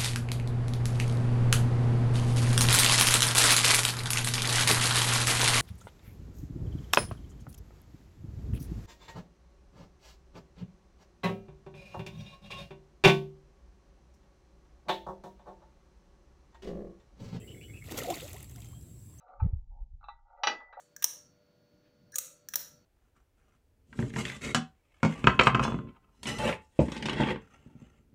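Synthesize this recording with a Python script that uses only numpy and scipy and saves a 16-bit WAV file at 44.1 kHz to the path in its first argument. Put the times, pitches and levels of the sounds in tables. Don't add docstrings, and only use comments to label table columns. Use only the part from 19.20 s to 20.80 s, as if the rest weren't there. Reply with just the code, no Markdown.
import sys
import numpy as np
from scipy import signal
from scipy.fft import rfft, irfft
from scipy.io import wavfile
from scipy.ndimage import uniform_filter1d

SR = 44100
rng = np.random.default_rng(int(sys.argv[2]) if len(sys.argv) > 2 else 0)


def dump(signal):
    limited = np.clip(np.atleast_2d(signal).T, -1, 1)
    pcm = np.round(limited * 32767).astype(np.int16)
    wavfile.write(sys.argv[1], SR, pcm)


def linear_from_db(decibels):
    return 10 ** (np.asarray(decibels, float) / 20)


N = 70560

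ROD_PITCHES = [1125, 1513, 1961, 1983, 2420, 2600, 2929, 3714, 3960, 4660, 4791, 5620, 5803, 6918]
PLATE_PITCHES = [800, 832, 885, 925, 1168, 1210, 1290, 1420, 2420, 2640, 3570, 3720, 3960, 5800]
BENCH_PITCHES = [576, 707, 790, 880, 1163, 1289, 1430, 1507, 1970, 2330, 2422, 2632, 3962]
# level_db, t60_s
ROD_MODES = [(-13.5, 0.13), (-5.5, 0.13), (-3.5, 0.21), (-10.5, 0.61), (-3, 0.12), (-8, 0.17), (-2, 0.16),
             (-18.5, 0.072), (-7, .14), (-13, 0.21), (-5.5, 0.059), (-14.5, 0.18), (-2, .09), (-33, 0.25)]
PLATE_MODES = [(-5.5, 0.15), (6.5, 0.097), (-10.5, 0.22), (-6.5, 0.3), (8.5, 0.062), (-15, .08), (1, 0.086),
               (-10.5, 0.053), (-18.5, 0.089), (-7.5, 0.083), (-21.5, 0.16), (-12, 0.11), (-9, 0.13),
               (-49.5, 0.055)]
BENCH_MODES = [(-16.5, 0.21), (-13, 0.05), (-3, 0.15), (7.5, 0.11), (-8.5, .13), (-3, .15), (-11, 0.065),
               (-11, .1), (-33.5, .2), (-27.5, 0.24), (-19.5, .1), (-22.5, .08), (-47, .08)]
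# start_s, rod_db, plate_db, bench_db, crack_db
TAP_EVENTS = [(.003, -86.5, -75, -70.5, -70), (.078, -103, -86, -82.5, -66), (.086, -91.5, -85, -68, -92.5),
              (.196, -92.5, -79, -41, -60), (.807, -100, -83.5, -86, -88),
              (.8396, -94, -54.5, -89.5, -64.5), (.884, -79.5, -44.5, -64.5, -53.5),
              (1.0875, -100, -86.5, -88.5, -85), (1.1688, -106, -87.5, -65.5, -80.5),
              (1.2340, -33.5, -31, -43, -27), (1.2702, -27, -45.5, -64, -21),
              (1.4028, -99.5, -72, -59, -49), (1.526, -82.5, -59.5, -56, -45),
              (1.593, -77, -60.5, -58, -49)]
# frequency_hz, level_db
CRACK_COLOUR = [(250, -38.5), (500, -0.5), (900, 2), (2000, -6), (2800, -1.5), (4500, -9.5), (6000, -12),
                (7300, -36.5)]
# frequency_hz, level_db_per_hz
THUD_COLOUR = [(350, -21.5), (600, -5), (900, -4), (1400, -3.5), (1800, -12), (2500, -23), (4000, -38),
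               (5000, -45.5)]
# time_s, friction_db, brightness_db, depth_db
SCRAPE_COURSE = [(0, -81, -4, 2.5), (.09, -63.5, -5.5, 6.5), (.19, -69.5, -3.5, -1), (.3, -80, -23, -0.5),
                 (.495, -94, -22, -16.5), (.515, -69.5, -31, -12), (.56, -68, -39, -8),
                 (.64, -77, -32, -20.5), (.66, -93.5, -36, -26.5), (.79, -100, -33, -24),
                 (.812, -68, 1, -24), (.98, -76, -7.5, -29.5), (1.04, -82, -18, -18.5),
                 (1.07, -67, -13.5, -14), (1.16, -62.5, -12.5, -7.5), (1.22, -57.5, -13, 1),
                 (1.45, -72.5, -9.5, -7.5), (1.6, -59.5, -21, 0)]
# pitch_hz, width_hz, level_db
SCRAPE_RESONANCES = [(599, 90, -5.5), (738.6, 23, 2), (836, 64, -2.5), (916, 29, -7), (1207, 81, -4),
                     (1404, 160, -4.5), (2210, 200, -31), (4230, 150, -41.5)]
# start_s, level_db
PLATE_HUMS = [
    (.2, -74.5),
    (.884, -65),
    (1.06, -85.5),
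    (1.16, -77),
    (1.53, -61.5),
]
# start_s, level_db
BENCH_BOOMS = [
    (0.21, -55),
    (.08, -76.5),
    (2.6, -78),
    (1.2597, -46.5),
    (1.53, -84.5),
]
# centre_s, level_db, pitch_hz, length_s, direction (+1 push, -1 pull)
MIC_THUMPS = [
    (.210, -33, 30, 0.0054, 1),
    (0.2306, -16, 85, 0.0056, -1),
    (0.2517, -18, 95, 0.0034, 1),
    (0.2632, -18, 110, 0.0025, 1),
    (0.291, -25.5, 35, 0.013, -1),
    (0.337, -19.5, 70, 0.0041, 1),
    (0.363, -33.5, 65, .015, 1),
    (0.623, -31, 38, 0.011, 1),
    (0.742, -44, 70, 0.0073, -1),
]
# time_s, level_db
RUMBLE_COURSE = [(0.0, -64), (0.114, -78), (0.172, -53), (0.32, -43), (0.378, -42), (0.444, -47.5),
                 (0.708, -48.5), (0.802, -51), (1.068, -65), (1.224, -70), (1.6, -69)]
# frequency_hz, level_db_per_hz
RUMBLE_SPECTRUM = [(18, -2), (30, 2.5), (50, -9), (90, -22), (160, -33), (300, -52.5), (500, -62.5)]
# frequency_hz, t60_s
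ROOM_DECAY = [(150, 0.3), (400, 0.37), (1000, 0.24), (3000, 0.2), (7000, 0.18)]


def colour(x, table):
    points = np.array(table, float)
    hz = np.fft.rfftfreq(len(x), 1 / SR) + 1
    level_db = np.interp(np.log(hz), np.log(points[:, 0]), points[:, 1], left=-90, right=-90)
    return irfft(rfft(x) * linear_from_db(level_db), len(x))


def unit(x):
    return x / np.sqrt(np.mean(x ** 2))


def band(x, lo_hz, hi_hz):
    return signal.sosfilt(signal.butter(2, [lo_hz, hi_hz], "band", fs=SR, output="sos"), x)


def curve(table, column):
    points = np.array(table, float)
    return np.interp(np.arange(N) / SR, points[:, 0], points[:, column])


def decay(t, t60_s):
    return np.exp(-np.log(1000) * t / t60_s)


def ring(pitches, modes, contact_s, rattle_db):
    t = np.arange(SR // 2) / SR
    hold = int(SR / 110)
    steps = rng.standard_normal((len(pitches), len(t) // hold + 1))
    flutter = uniform_filter1d(np.repeat(steps, hold, axis=1), hold, axis=1)[:, :len(t)]
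    out = np.zeros(len(t))
    for hz, (level_db, t60_s), wobble in zip(pitches, modes, flutter):
        out += linear_from_db(level_db + rattle_db * wobble) * np.sin(2 * np.pi * hz * t) * decay(t, t60_s)
    attack = np.sin(np.pi / 2 * np.minimum(t / contact_s, 1)) ** 2
    return out * attack


def taps():
    hard_db, hard_contact_s, soft_contact_s, bench_contact_s = -40, 0.0012, 0.0022, 0.009
    crack_t60_s, reflection_s, reflection_db = 0.046, 0.0038, -3
    t = np.arange(SR // 2) / SR
    rings = np.zeros(N + SR)
    noise = np.zeros((2, N + SR))
    for start_s, rod_db, plate_db, bench_db, crack_db in TAP_EVENTS:
        soft = int(crack_db < hard_db)
        contact_s = soft_contact_s if soft else hard_contact_s
        rod = linear_from_db(rod_db) * ring(ROD_PITCHES, ROD_MODES, contact_s, 1.0)
        plate = linear_from_db(plate_db) * ring(PLATE_PITCHES, PLATE_MODES, contact_s, 2.0)
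        bench = linear_from_db(bench_db) * ring(BENCH_PITCHES, BENCH_MODES, bench_contact_s, 2.0)
        burst = decay(t, crack_t60_s) * np.minimum(t / contact_s, 1)
        first, second = rng.standard_normal((2, len(t))) * burst
        i, late = int(start_s * SR), int((start_s + reflection_s) * SR)
        rings[i:i + len(t)] += rod + plate + bench
        noise[soft, i:i + len(t)] += linear_from_db(crack_db) * first
        noise[soft, late:late + len(t)] += linear_from_db(crack_db + reflection_db) * second
    cracks = linear_from_db(9) * colour(noise[0], CRACK_COLOUR) + linear_from_db(18) * colour(noise[1], THUD_COLOUR)
    return np.array([rings, cracks])[:, :N]


def scrape():
    slips_per_s, slip_spread_db = 1200, 5
    chance, side, size = rng.random((3, N))
    slips = (chance < slips_per_s / SR) * np.sign(side - 0.5) * linear_from_db(-slip_spread_db * np.log(size))
    parts = []
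    for hz, width_hz, level_db in SCRAPE_RESONANCES:
        narrow = band(slips, hz - width_hz / 2, hz + width_hz / 2)
        parts.append(linear_from_db(level_db) * unit(band(narrow, hz / 1.4, hz * 0.87)))
    deep = linear_from_db(curve(SCRAPE_COURSE, 3)) * sum(parts[:2])
    middle = sum(parts[2:4])
    bright = linear_from_db(curve(SCRAPE_COURSE, 2) + 9) * sum(parts[4:])
    return linear_from_db(curve(SCRAPE_COURSE, 1)) * (deep + middle + bright)


def swell(events, rise_s):
    out = np.zeros(N)
    for start_s, level_db in events:
        age = np.maximum(np.arange(N) / SR - start_s, 0) / rise_s
        out += linear_from_db(level_db) * age * np.exp(1 - age)
    return out


def plate_hum():
    t = np.arange(N) / SR
    hum_hz, beat_hz = 1962, 15
    pair = np.sin(2 * np.pi * hum_hz * t) + 0.55 * np.sin(2 * np.pi * (hum_hz + beat_hz) * t + 1)
    return swell(PLATE_HUMS, 0.023) * pair


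def bench_boom():
    return swell(BENCH_BOOMS, 0.028) * unit(band(rng.standard_normal(N), 230, 540))


def thumps():
    t = np.arange(N) / SR
    out = np.zeros(N)
    for centre_s, level_db, hz, length_s, direction in MIC_THUMPS:
        age = t - centre_s
        pulse = np.cos(2 * np.pi * hz * age) * np.exp(-0.5 * (age / length_s) ** 2)
        out += np.sign(direction) * linear_from_db(level_db) * pulse
    return out


def rumble():
    return linear_from_db(curve(RUMBLE_COURSE, 1)) * unit(colour(rng.standard_normal(N), RUMBLE_SPECTRUM))


def room(x):
    rise_s = 0.0027
    t = np.arange(SR // 2) / SR
    points = np.array(ROOM_DECAY)
    tail = np.zeros(len(t))
    for hz in 150 * 2 ** np.arange(0, 5.6, 0.5):
        t60_s = np.interp(np.log(hz), np.log(points[:, 0]), points[:, 1])
        tail += band(rng.standard_normal(len(t)), hz / 1.159, hz * 1.107) * decay(t, t60_s)
    tail *= 1 - np.exp(-t / rise_s)
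    return signal.fftconvolve(x, tail / np.sqrt(np.sum(tail ** 2) * 3))[:N]


def scene():
    rings, cracks = band(taps(), 464, SR / 3)
    rough = cracks + scrape()
    low = thumps() + rumble()
    wet = room(linear_from_db(-20) * rings + linear_from_db(-3.5) * rough + linear_from_db(-29) * low)
    return (rings + rough + plate_hum() + bench_boom() + low + wet)[None]


def roll_off(x):
    return signal.sosfilt(signal.butter(12, 7490, fs=SR, output="sos"), x)


def record(dry):
    narrow = signal.sosfilt(signal.ellip(8, 0.3, 62, 7000, fs=SR, output="sos"), dry)
    mix = narrow + linear_from_db(-92.5) * rng.standard_normal(dry.shape)
    return roll_off(mix)


dry = scene()
out = record(dry)
dump(out)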